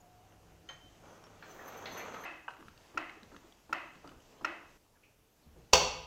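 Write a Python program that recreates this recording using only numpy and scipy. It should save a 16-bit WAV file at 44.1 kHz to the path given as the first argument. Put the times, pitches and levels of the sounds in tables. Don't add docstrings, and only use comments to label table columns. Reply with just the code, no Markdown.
import sys
import numpy as np
from scipy import signal
from scipy.fft import rfft, irfft, next_fast_len
from scipy.io import wavfile
from scipy.ndimage import uniform_filter1d, map_coordinates

SR = 44100
rng = np.random.default_rng(int(sys.argv[2]) if len(sys.argv) > 2 else 0)


def ratio_of_db(decibels):
    return 10 ** (np.asarray(decibels, float) / 20)


def wav_record(signal):
    frames = np.transpose(np.atleast_2d(signal))
    bounded = np.clip(frames, -1, 1)
    quanta = np.round(bounded * 32767).astype(np.int16)
    wavfile.write(sys.argv[1], SR, quanta)


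N = 267461
SPAN = 22000

TAKES = [
    2.25,
    4.775,
]

# (frequency [Hz], level [dB])
RUMBLE = [(12, -30), (20, 4.5), (136, 0.5), (177, -3), (242, -4), (331, -2.5), (366, -16), (400, -4),
          (520, -20), (880, -120)]
SHUFFLE = [(88, -49), (150, -9.5), (404, -5), (446, -2), (493, -4.5), (642, -4.5), (3000, -19.5),
           (3900, -46), (6600, -120)]
RUSTLE = [(900, -29), (1600, -11), (2800, 3.5), (4000, -0.5), (6500, 1.5), (8000, -5), (12000, -52),
          (16000, -24)]
HISS = [(300, -5), (1000, 8), (4000, -8), (8000, 4.5), (14500, 7), (15800, -3), (16500, -32)]
# (rumble [dB], shuffle [dB], rustle [dB])
FLOORS = [
    (-67, -67, -74),
    (-67.5, -66, -71.5),
    (-72, -72, -76.5),
]
# (time [s], level [dB])
BUSTLE = [(0, -1), (.6, 1), (1.0, 3), (1.25, 2), (1.5, 7), (2.0, 4), (2.25, 2), (2.45, -3), (2.9, 3),
          (3.05, -2), (3.25, 2), (3.7, -2.5), (3.92, 0.5), (4.35, 1.5), (4.75, -0.5), (5.3, -1), (5.6, 3),
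          (6.06, 2)]
# (time [s], level [dB])
PANEL_DRONE = [(0.0, -70), (.03, -66), (.3, -68), (.36, -75), (.8, -75), (1.0, -74), (1.1, -90)]
FAN = [(102, -71), (167, -73), (334, -76)]
# (frequency [Hz], time to fall 60 dB [s])
GARAGE = [(60, 1), (300, 0.54), (1000, 0.64), (3000, 0.67), (6000, 0.49), (12000, 0.3)]

# (time [s], length [s], frequency [Hz], level [dB], glide [Hz/s])
SQUEAKS = [
    (0, 0.023, 6800, -68, 0),
    (1.05, 0.14, 6080, -75, -1),
    (1.233, 0.039, 5530, -66, 0),
    (4.925, .05, 1040, -73, -4000),
    (4.95, .028, 1770, -71, -6000),
]
# (time [s], lower line [dB], upper line [dB])
GRABS = [(1.495, -58, -80), (1.64, -67, -67), (1.676, -62, -55), (1.766, -59, -61), (1.912, -55, -62),
         (1.972, -53, -55), (2.03, -75, -67), (2.138, -83, -66), (2.205, -75, -71), (2.232, -63, -59)]
# (time [s], level [dB])
PUSH = [(1.0, -83), (1.04, -63), (1.12, -60.5), (1.41, -66.5), (1.56, -57.5), (1.77, -51.5), (1.99, -49),
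        (2.2, -50), (2.25, -51.5)]
# (frequency [Hz], level [dB])
CHASSIS = [(71, -47), (120, -33), (238, 5), (330, -2), (491, 2.5), (1480, 0.5), (1840, -19), (4290, -20.5),
           (4870, -34), (6270, -11), (9000, -39), (11700, -72), (19800, -120)]
# (frequency [Hz], width [Hz], level [dB])
RATTLE = [(464, 18, 5), (878, 33, 15), (1897, 78, -0.5), (2350, 10, 8.5), (3020, 81, -17), (3267, 67, 3.5)]
# (time [s], peak [dB], frequency [Hz],
# brightness [dB], time to fall 60 dB [s])
BUMPS = [(1.4245, -37, 1560, -9.5, 0.053), (1.591, -43, 1870, -31, 0.17), (1.678, -40.5, 1290, -10, 0.1),
         (1.7267, -45, 1400, -6, .04), (1.743, -40.5, 1595, -2, 0.042), (1.856, -30.5, 1896, 3.5, 0.082),
         (1.966, -34.5, 1780, -8, 0.12), (2.0016, -35.5, 2260, -7, .07), (2.136, -42, 1500, -2, .03),
         (2.144, -33, 1288, -9, 0.067), (2.238, -35.5, 1820, -11, 0.061), (5.024, -64, 1300, -6, 0.11)]

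# (time [s], peak [dB], low mode [Hz], high mode
# [Hz], high mode level [dB])
TICKS = [(0.323, -58, 1470, 2820, 5), (1.239, -48, 1010, 5590, -6), (1.268, -50, 1140, 3240, -6),
         (2.5068, -45, 1500, 4020, -12), (2.5367, -49, 1370, 2560, -3), (2.567, -49, 1400, 2700, -15),
         (2.6076, -44.5, 1370, 4800, -19), (2.6266, -46, 1210, 2630, -26), (2.683, -43.5, 1350, 2740, -2),
         (2.7762, -52, 2740, 4460, -4), (3.0955, -39, 2120, 2530, -8), (3.2315, -47.5, 1670, 3950, 5),
         (3.32, -52, 950, 1500, -6), (3.3454, -47, 1370, 2490, -20), (3.364, -42.5, 1210, 2930, -9.5),
         (3.5235, -51, 1020, 3350, 11), (3.9556, -48.5, 1370, 2590, -1), (4.045, -57, 1070, 4220, -21),
         (4.0752, -44.5, 1330, 4770, -11), (4.0922, -48, 1500, 2930, -1), (4.1172, -51, 1170, 4500, -16),
         (4.203, -57, 3020, 6350, 1), (4.972, -64, 1400, 2300, -3)]
# (time [s], peak [dB])
CLINK = [
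    (0.689, -34),
]
# (frequency [Hz], level [dB], time to fall 60 dB [s])
PIN = [(528, -7, .16), (1087, -10, .08), (1400, -10, .06), (1873, -4, .17), (3103, -1, .2), (3091, -3, .22),
       (3550, -12, .04), (4204, -9, .08), (6340, -15, .2), (6380, -12, .18)]

# (time [s], level [dB])
LEFTOVER = [
    (2.25, -33.5),
]
# (frequency [Hz], level [dB])
ARM = [(88, -50), (150, -46), (319, -3), (419, -22), (571, -1.5), (1540, 3.5), (1990, 3), (2370, -3),
       (2580, -8.5), (3630, -10.5), (9000, -32), (11700, -67), (19800, -120)]
# (frequency [Hz], width [Hz], level [dB])
RIBS = [(341, 70, 11.5), (762, 124, 7), (990, 420, -3.5), (1288, 103, 6), (2026, 230, -3), (2450, 62, -7.5),
        (2580, 110, 12), (3110, 460, 4.5)]
# (frequency [Hz], level [dB], time to fall 60 dB [s])
BEAM = [(318, -4, .6), (1395, -3, .4), (1965, -2, .5), (2555, -4, .6)]
# (time [s], peak [dB])
STOP = [
    (2.4808, -21),
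]
# (frequency [Hz], level [dB], time to fall 60 dB [s])
LEVER = [(950, -1, .02), (1150, -1, .018), (1340, -1, .018), (1530, 0, .022), (2560, -16, .03),
         (2870, -11, .025)]
# (frequency [Hz], level [dB])
SHAFT = [(250, -18), (700, 0), (1500, -3), (1750, -19), (2200, -22), (2600, -6), (3000, -12), (3500, -25),
         (8000, -29.5), (12000, -49)]
# (time [s], peak [dB], frequency [Hz], edge level [dB])
KNOCKS = [
    (2.585, -49.5, 276, 0),
    (2.944, -44, 292, 3.5),
    (3.223, -57, 365, -18),
    (3.316, -48.5, 269, 6.5),
    (3.693, -45.5, 283.6, 6),
    (4.043, -49.5, 276.6, 11),
    (4.411, -46, 275, 6),
]
# (time [s], peak [dB], top of the thud [Hz])
STEPS = [
    (2.655, -52, 200),
    (3.252, -56, 200),
    (3.952, -55, 310),
    (5.462, -52, 190),
    (5.558, -49, 490),
]
# (time [s], peak [dB], frequency [Hz], time to fall 60 dB [s])
SCUFFS = [(2.8, -61, 1800, .3), (3.165, -53, 360, .1), (3.225, -52.5, 220, 0.061), (3.44, -55, 330, .2),
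          (4.105, -50.5, 318, .15), (4.22, -62, 6650, .04), (4.38, -62, 3150, .12),
          (4.41, -65, 5300, 0.055), (5.03, -57, 2550, 0.23), (5.42, -70, 4300, 0.46)]
# (time [s], peak [dB], low mode [dB], arm [dB], brightness [dB])
CLACKS = [
    (2.974, -18.5, -15, -11, 2),
    (3.727, -17.5, -30, -9.5, 2.5),
    (4.446, -17.5, -15, -10, 4),
]
# (frequency [Hz], level [dB], time to fall 60 dB [s])
SOCKET = [(1370, 15.5, 0.0053), (1820, -7, 0.012), (2560, -6.5, 0.032), (2843, -10, 0.013),
          (4216, -31, 0.025), (5260, -20, 0.022), (6400, -34, 0.0137)]

# (time [s], peak [dB])
CLANK = [
    (5.732, -8.5),
]
# (frequency [Hz], level [dB])
BLOW = [(18, -45), (45, -30), (120, -27), (220, -17), (330, -13.5), (535, -14.5), (752, -6), (1370, -12),
        (1700, -22), (2640, -11.5), (4020, -15), (4580, -12.5), (5960, -12.5), (7600, -19), (8500, -33),
        (9800, -38.5), (15700, -34.5)]
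# (frequency [Hz], level [dB], time to fall 60 dB [s])
LEGS = [(1018, 0, .45), (1297, -11, .5), (2186, -4, .6), (2228, -9, .5), (2342, -9, .5), (2487, -5, .7),
        (2686, -3, .35), (2780, -5, .45), (2972, -9, .45), (3053, -7, .4), (3198, -9, .55), (3257, -7, .4),
        (3405, -6, .5), (3453, -4, .6)]
POST = [(3736, -12, .5), (4258, -9, .55), (4495, 4, .45), (4520, 2, .42), (4619, -11, .45),
        (5087, -11, .43), (5489, -13, .41), (5779, -1, .42), (5830, 3, .47), (5975, -11, .44),
        (6250, -13, .45), (6600, -12, .36), (6767, -8, .35), (7504, -6, .35)]
SLAB = [(518, 0, .1), (452, -2, .095), (570, -1, .06), (340, -12, .1), (269, -16, .08), (160, -20, .2),
        (70, -16, .22), (51, -23, .2)]
STAND = LEGS + POST


def unit(x):
    return x / np.sqrt(np.mean(x ** 2) + 1e-20)


def along(points, hz):
    f, v = np.transpose(points)
    return np.interp(np.log(hz + 1), np.log(f + 1), v)


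def curves(rows):
    s, *cols = np.transpose(rows)
    return [ratio_of_db(np.interp(np.arange(N) / SR, s, c, -140, -140)) for c in cols]


def wobble(rate):
    return map_coordinates(rng.standard_normal(int(N * rate / SR) + 4), [np.arange(N) * rate / SR])


def filtered(x, response):
    m = next_fast_len(len(x) + 8192)
    return irfft(rfft(x, m) * response(np.fft.rfftfreq(m, 1 / SR)), m)[:len(x)]


def resonances(peaks):
    def response(f):
        total = 0
        for k, (center, width, db) in enumerate(peaks):
            damping = 1j * f * width
            total = total + (-1) ** k * ratio_of_db(db) * damping / (center * center - f * f + damping)
        return total
    return response


def rush(spectrum, patchy_db):
    z = signal.stft(rng.standard_normal(N + 512), nperseg=512)[2]
    field = uniform_filter1d(rng.standard_normal(z.shape), size=6, axis=0)
    field = uniform_filter1d(field, size=12, axis=1)
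    x = signal.istft(z * ratio_of_db(patchy_db * unit(field)), nperseg=512)[1][:N]
    return unit(filtered(x, lambda hz: ratio_of_db(along(spectrum, hz))))


def ring(modes, rise, rough):
    t = np.arange(SPAN) / SR
    hz, db, t60 = np.transpose(modes)[..., None]
    drift = 0
    if rough:
        drift = rough * np.cumsum(rng.standard_normal((len(modes), SPAN)), axis=1) / np.sqrt(SR)
    spread = rng.normal(0, 1.5, hz.shape)
    tones = ratio_of_db(db + spread - 60 * t / t60) * np.sin(2 * np.pi * hz * t + drift)
    x = tones.sum(0) * (1 - np.exp(-t / rise))
    return x / np.abs(x).max()


def crack(t60, spectrum, peaks=None, rise=0.00074):
    t = np.arange(SPAN) / SR
    noise = rng.standard_normal(SPAN)
    if peaks:
        noise = noise + 1.65 * filtered(noise, resonances(peaks))
    coloured = filtered(noise, lambda hz: ratio_of_db(along(spectrum, hz)))
    x = coloured * ratio_of_db(-60 * t / t60) * (1 - np.exp(-t / rise))
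    return x / np.abs(x).max()


def chatter(x, gaps):
    return x + sum(gain * np.roll(x, round(s * SR)) for s, gain in gaps)


def whistle(hz, rough):
    steps = 2 * np.pi * hz / SR + rough * rng.standard_normal(N) / np.sqrt(SR)
    return np.sqrt(2) * np.sin(np.cumsum(steps))


def arch(t, s, length):
    return np.abs(np.sin(np.pi * np.clip((t - s) / length, 0, 1)))


def add(track, s, db, sound, echo_db):
    hz, t, z = signal.stft(rng.standard_normal(SPAN), SR, nperseg=256)
    fade = ratio_of_db(-60 * t / along(GARAGE, hz)[:, None])
    tail = signal.istft(z * fade, SR, nperseg=256)[1][:SPAN]
    tail = tail * (1 - np.exp(-np.arange(SPAN) / SR / 0.003))
    wet = signal.fftconvolve(sound, tail / np.linalg.norm(tail))[:SPAN]
    start = round(s * SR)
    stop = min([round(c * SR) for c in TAKES if c > s] + [N, start + SPAN])
    track[start:stop] += ratio_of_db(db) * (sound + ratio_of_db(echo_db) * wet)[:stop - start]


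def garage():
    t = np.arange(N) / SR
    rumble_db, shuffle_db, rustle_db = np.transpose(FLOORS)[:, np.searchsorted(TAKES, t)]
    busy_db = np.interp(t, *np.transpose(BUSTLE))
    low = ratio_of_db(rumble_db + 0.22 * busy_db + 1.6 * wobble(10)) * rush(RUMBLE, patchy_db=1.5)
    mid = ratio_of_db(shuffle_db + busy_db + 1.1 * wobble(13)) * rush(SHUFFLE, patchy_db=1.2)
    high = ratio_of_db(rustle_db + busy_db + 1.0 * wobble(12)) * rush(RUSTLE, patchy_db=1.2)
    drone = curves(PANEL_DRONE)[0] * ratio_of_db(2 * wobble(20)) * whistle(722 + 9 * wobble(12), rough=8)
    fan = sum(ratio_of_db(db + 2.5 * wobble(5)) * whistle(hz, rough=3.5) for hz, db in FAN) * (t < TAKES[0])
    fan_swell = ratio_of_db(-68.5) * arch(t, 0.27, 0.44) * whistle(62, rough=3.6)
    hiss = ratio_of_db(-78) * rush(HISS, patchy_db=2.0)
    return low + mid + high + drone + fan + fan_swell + hiss


def castor():
    t = np.arange(N) / SR
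    lines_db = [[-16], [-26]]
    steady = curves(PUSH)[0] * (t > 1.488) * ratio_of_db(lines_db)
    age = (t - np.transpose(GRABS)[0][:, None]).clip(0)
    flare = (1 - np.exp(-age / 0.0048)) * ratio_of_db(-60 * age / 0.14)
    bites = ratio_of_db(np.transpose(GRABS)[1:]) @ flare
    lower, upper = (steady + bites) * (t < TAKES[0])
    slip = ratio_of_db(3.5 * wobble(60) - 1.5)
    squeal = lower * whistle(6170 + 45 * wobble(20), rough=23)
    squeal = squeal + upper * whistle(13050 + 40 * wobble(15), rough=16)
    chirps = np.zeros(N)
    for s, length, hz, db, glide in SQUEAKS:
        chirps += ratio_of_db(db) * arch(t, s, length) * whistle(hz + glide * (t - s), rough=17.8)
    return slip * squeal + chirps


def pin_ticks():
    track = np.zeros(N)
    for s, db, low_hz, high_hz, high_db in TICKS:
        modes = ring([(low_hz, 0, .015), (high_hz, high_db, .012)], rise=0.0001, rough=0)
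        click = .6 * crack(.018, [(400, -22), (low_hz, 0), (high_hz, high_db),
                                  (2 * high_hz, high_db - 10), (16000, high_db - 34)])
        add(track, s, db + .5, modes + click, echo_db=-10)
    return track


def pin_clink():
    track = np.zeros(N)
    for s, db in CLINK:
        click = 0.5 * crack(0.3, [(300, -8), (600, 4.5), (1500, 8.0), (4500, -5), (5500, -14),
                                  (8000, -21), (10000, -60)])
        swell = np.sqrt(arch(np.arange(SPAN) / SR, .105, .105))
        after = 0.07 * ring([(3085, 0, 3)], rise=0.01, rough=1.5) * swell
        add(track, s, db - 3, ring(PIN, rise=.0003, rough=1) + click + after, echo_db=-12)
    return track


def wheels():
    t = np.arange(N) / SR
    roll, = curves(PUSH)
    grains = rng.random(N) < 1500 / SR
    grit = grains * rng.standard_normal(N) * ratio_of_db(6.5 * rng.exponential(size=N).clip(0, 3))
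    jolts = unit(grit) + 1.35 * rng.standard_normal(N)
    frame = unit(filtered(jolts, lambda hz: ratio_of_db(along(CHASSIS, hz))))
    body = unit(frame + 0.39 * unit(filtered(jolts, resonances(RATTLE)))) * ratio_of_db(1.0 * wobble(35.46))
    drum = ratio_of_db(-3 + 0.95 * wobble(19)) * rush(SHUFFLE, patchy_db=-2.0)
    fizz = rush([(5000, -24), (6300, -1), (6900, -5), (7800, -18), (11500, -16), (13000, -2),
                 (14500, 0), (15800, -2)], patchy_db=1.5)
    start_s, rise_s, hold_s = 1.39, 0.14, .35
    fall_db = 51 * (t - start_s - rise_s - hold_s).clip(0)
    haze = ((t - start_s) / rise_s).clip(0, 1) * ratio_of_db(-68 - fall_db) * (t < TAKES[0])
    return roll * (body + drum) + haze * fizz


def wheel_jolts():
    track = np.zeros(N)
    for s, db, hz, bright_db, t60 in BUMPS:
        colour = [(250, -16), (700, -2), (hz, 0), (3000, bright_db), (4400, bright_db - 5),
                  (5000, bright_db - 13), (6500, bright_db - 24), (16000, bright_db - 61)]
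        jolt = crack(t60, colour, [(hz, 500, -4), (3050, 120, 0), (4300, 200, -4)])
        frame = 0.18 * ring([(hz, 0, .035), (0.69 * hz, -3, .035)], rise=0.0007, rough=19)
        add(track, s, db - 3, jolt + frame, echo_db=-1)
    return track


def dying_clack():
    track = np.zeros(N)
    for s, db in LEFTOVER:
        arm = crack(0.49, ARM, RIBS, rise=0.00077) + 0.26 * ring(BEAM, rise=0.0011, rough=8.8)
        add(track, s, db, arm, echo_db=-8.5)
    return track


def handle_stop():
    track = np.zeros(N)
    for s, db in STOP:
        blow = ring(LEVER, rise=.002, rough=0)
        add(track, s, db - 7.0, blow + 0.22 * crack(0.44, SHAFT, rise=0.0032), echo_db=-13.5)
    return track


def slack_knocks():
    track = np.zeros(N)
    for s, db, hz, edge_db in KNOCKS:
        thud = ring([(hz, 0, .15), (1.2 * hz, -6, .08)], rise=0.045, rough=22.8)
        colour = [(500, -11.0), (1200, -8), (1600, -18.0), (2200, -33), (5000, -42), (8000, -61)]
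        edge = ratio_of_db(edge_db - 1.5) * crack(0.081, colour, rise=0.00066)
        add(track, s, db - 3, thud + edge, echo_db=-7)
    return track


def boots():
    track = np.zeros(N)
    for s, db, top_hz in STEPS:
        colour = [(25, -12), (60, 0), (top_hz, -6), (3 * top_hz, -30), (8000, -70)]
        add(track, s, db, crack(0.26, colour, rise=0.0034), echo_db=-4.5)
    return track


def scuffs():
    track = np.zeros(N)
    wide = 1.3
    for s, db, hz, t60 in SCUFFS:
        colour = [(hz / wide ** 2, -50), (hz / wide, -14), (hz, 0), (hz * wide, -18), (hz * wide ** 2, -55)]
        add(track, s, db, crack(t60, colour, rise=0.0043), echo_db=-9)
    return track


def linkage_clacks():
    track = np.zeros(N)
    for s, db, low_db, arm_db, bright_db in CLACKS:
        socket = [(1040, low_db, 0.0041)]
        for hz, level, t60 in SOCKET:
            socket.append((hz, level + bright_db * np.log2(hz / 1400), t60))
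        blow = chatter(ring(socket, rise=0.0028, rough=0), [(.0022, 1.2), (.0044, 1.09)])
        snap = crack(.02, [(2500, -14), (5300, 0), (7200, -4), (8500, -24), (11500, -24),
                           (13500, -19), (16000, -19)])
        snap = ratio_of_db(-13) * np.roll(snap, round(.002 * SR))
        arm = crack(0.59, ARM, RIBS, rise=0.002) + 0.26 * ring(BEAM, rise=0.0031, rough=13.5)
        add(track, s, db - 6.0, blow + snap + ratio_of_db(arm_db + 3.5) * arm, echo_db=-21)
    return track


def stand():
    track = np.zeros(N)
    swell = 1 - np.exp(-(np.arange(SPAN) / SR / .003) ** 2)
    for s, db in CLANK:
        blow = swell * (1.67 * crack(0.052, BLOW) + 0.17 * crack(0.5, BLOW))
        damped = [(hz, level, 0.08 * t60) for hz, level, t60 in STAND]
        legs = 1.08 * swell * ring(damped, rise=0.00093, rough=0)
        free = 0.15 * ring(STAND, rise=0.006, rough=4)
        knock = 0.7 * swell * ring(SLAB, rise=0.002, rough=3.7)
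        landing = chatter(blow + legs + knock, [(.0195, ratio_of_db(-10))])
        add(track, s - .0045, db - 24, crack(.03, BLOW), echo_db=-6)
        add(track, s - .0015, db - 1.5, landing + free, echo_db=-5.0)
    return track


def scene():
    rolling = castor() + wheels() + wheel_jolts()
    small_parts = pin_ticks() + pin_clink()
    pumping = dying_clack() + handle_stop() + slack_knocks() + linkage_clacks()
    return (garage() + rolling + small_parts + pumping + boots() + scuffs() + stand())[None]


def band_limit(x):
    return signal.sosfilt(signal.butter(12, 16460, fs=SR, output="sos"), x)


def record(dry):
    mix = filtered(dry[0], lambda hz: hz < 15900)[None]
    return band_limit(mix)


dry = scene()
out = record(dry)
wav_record(out)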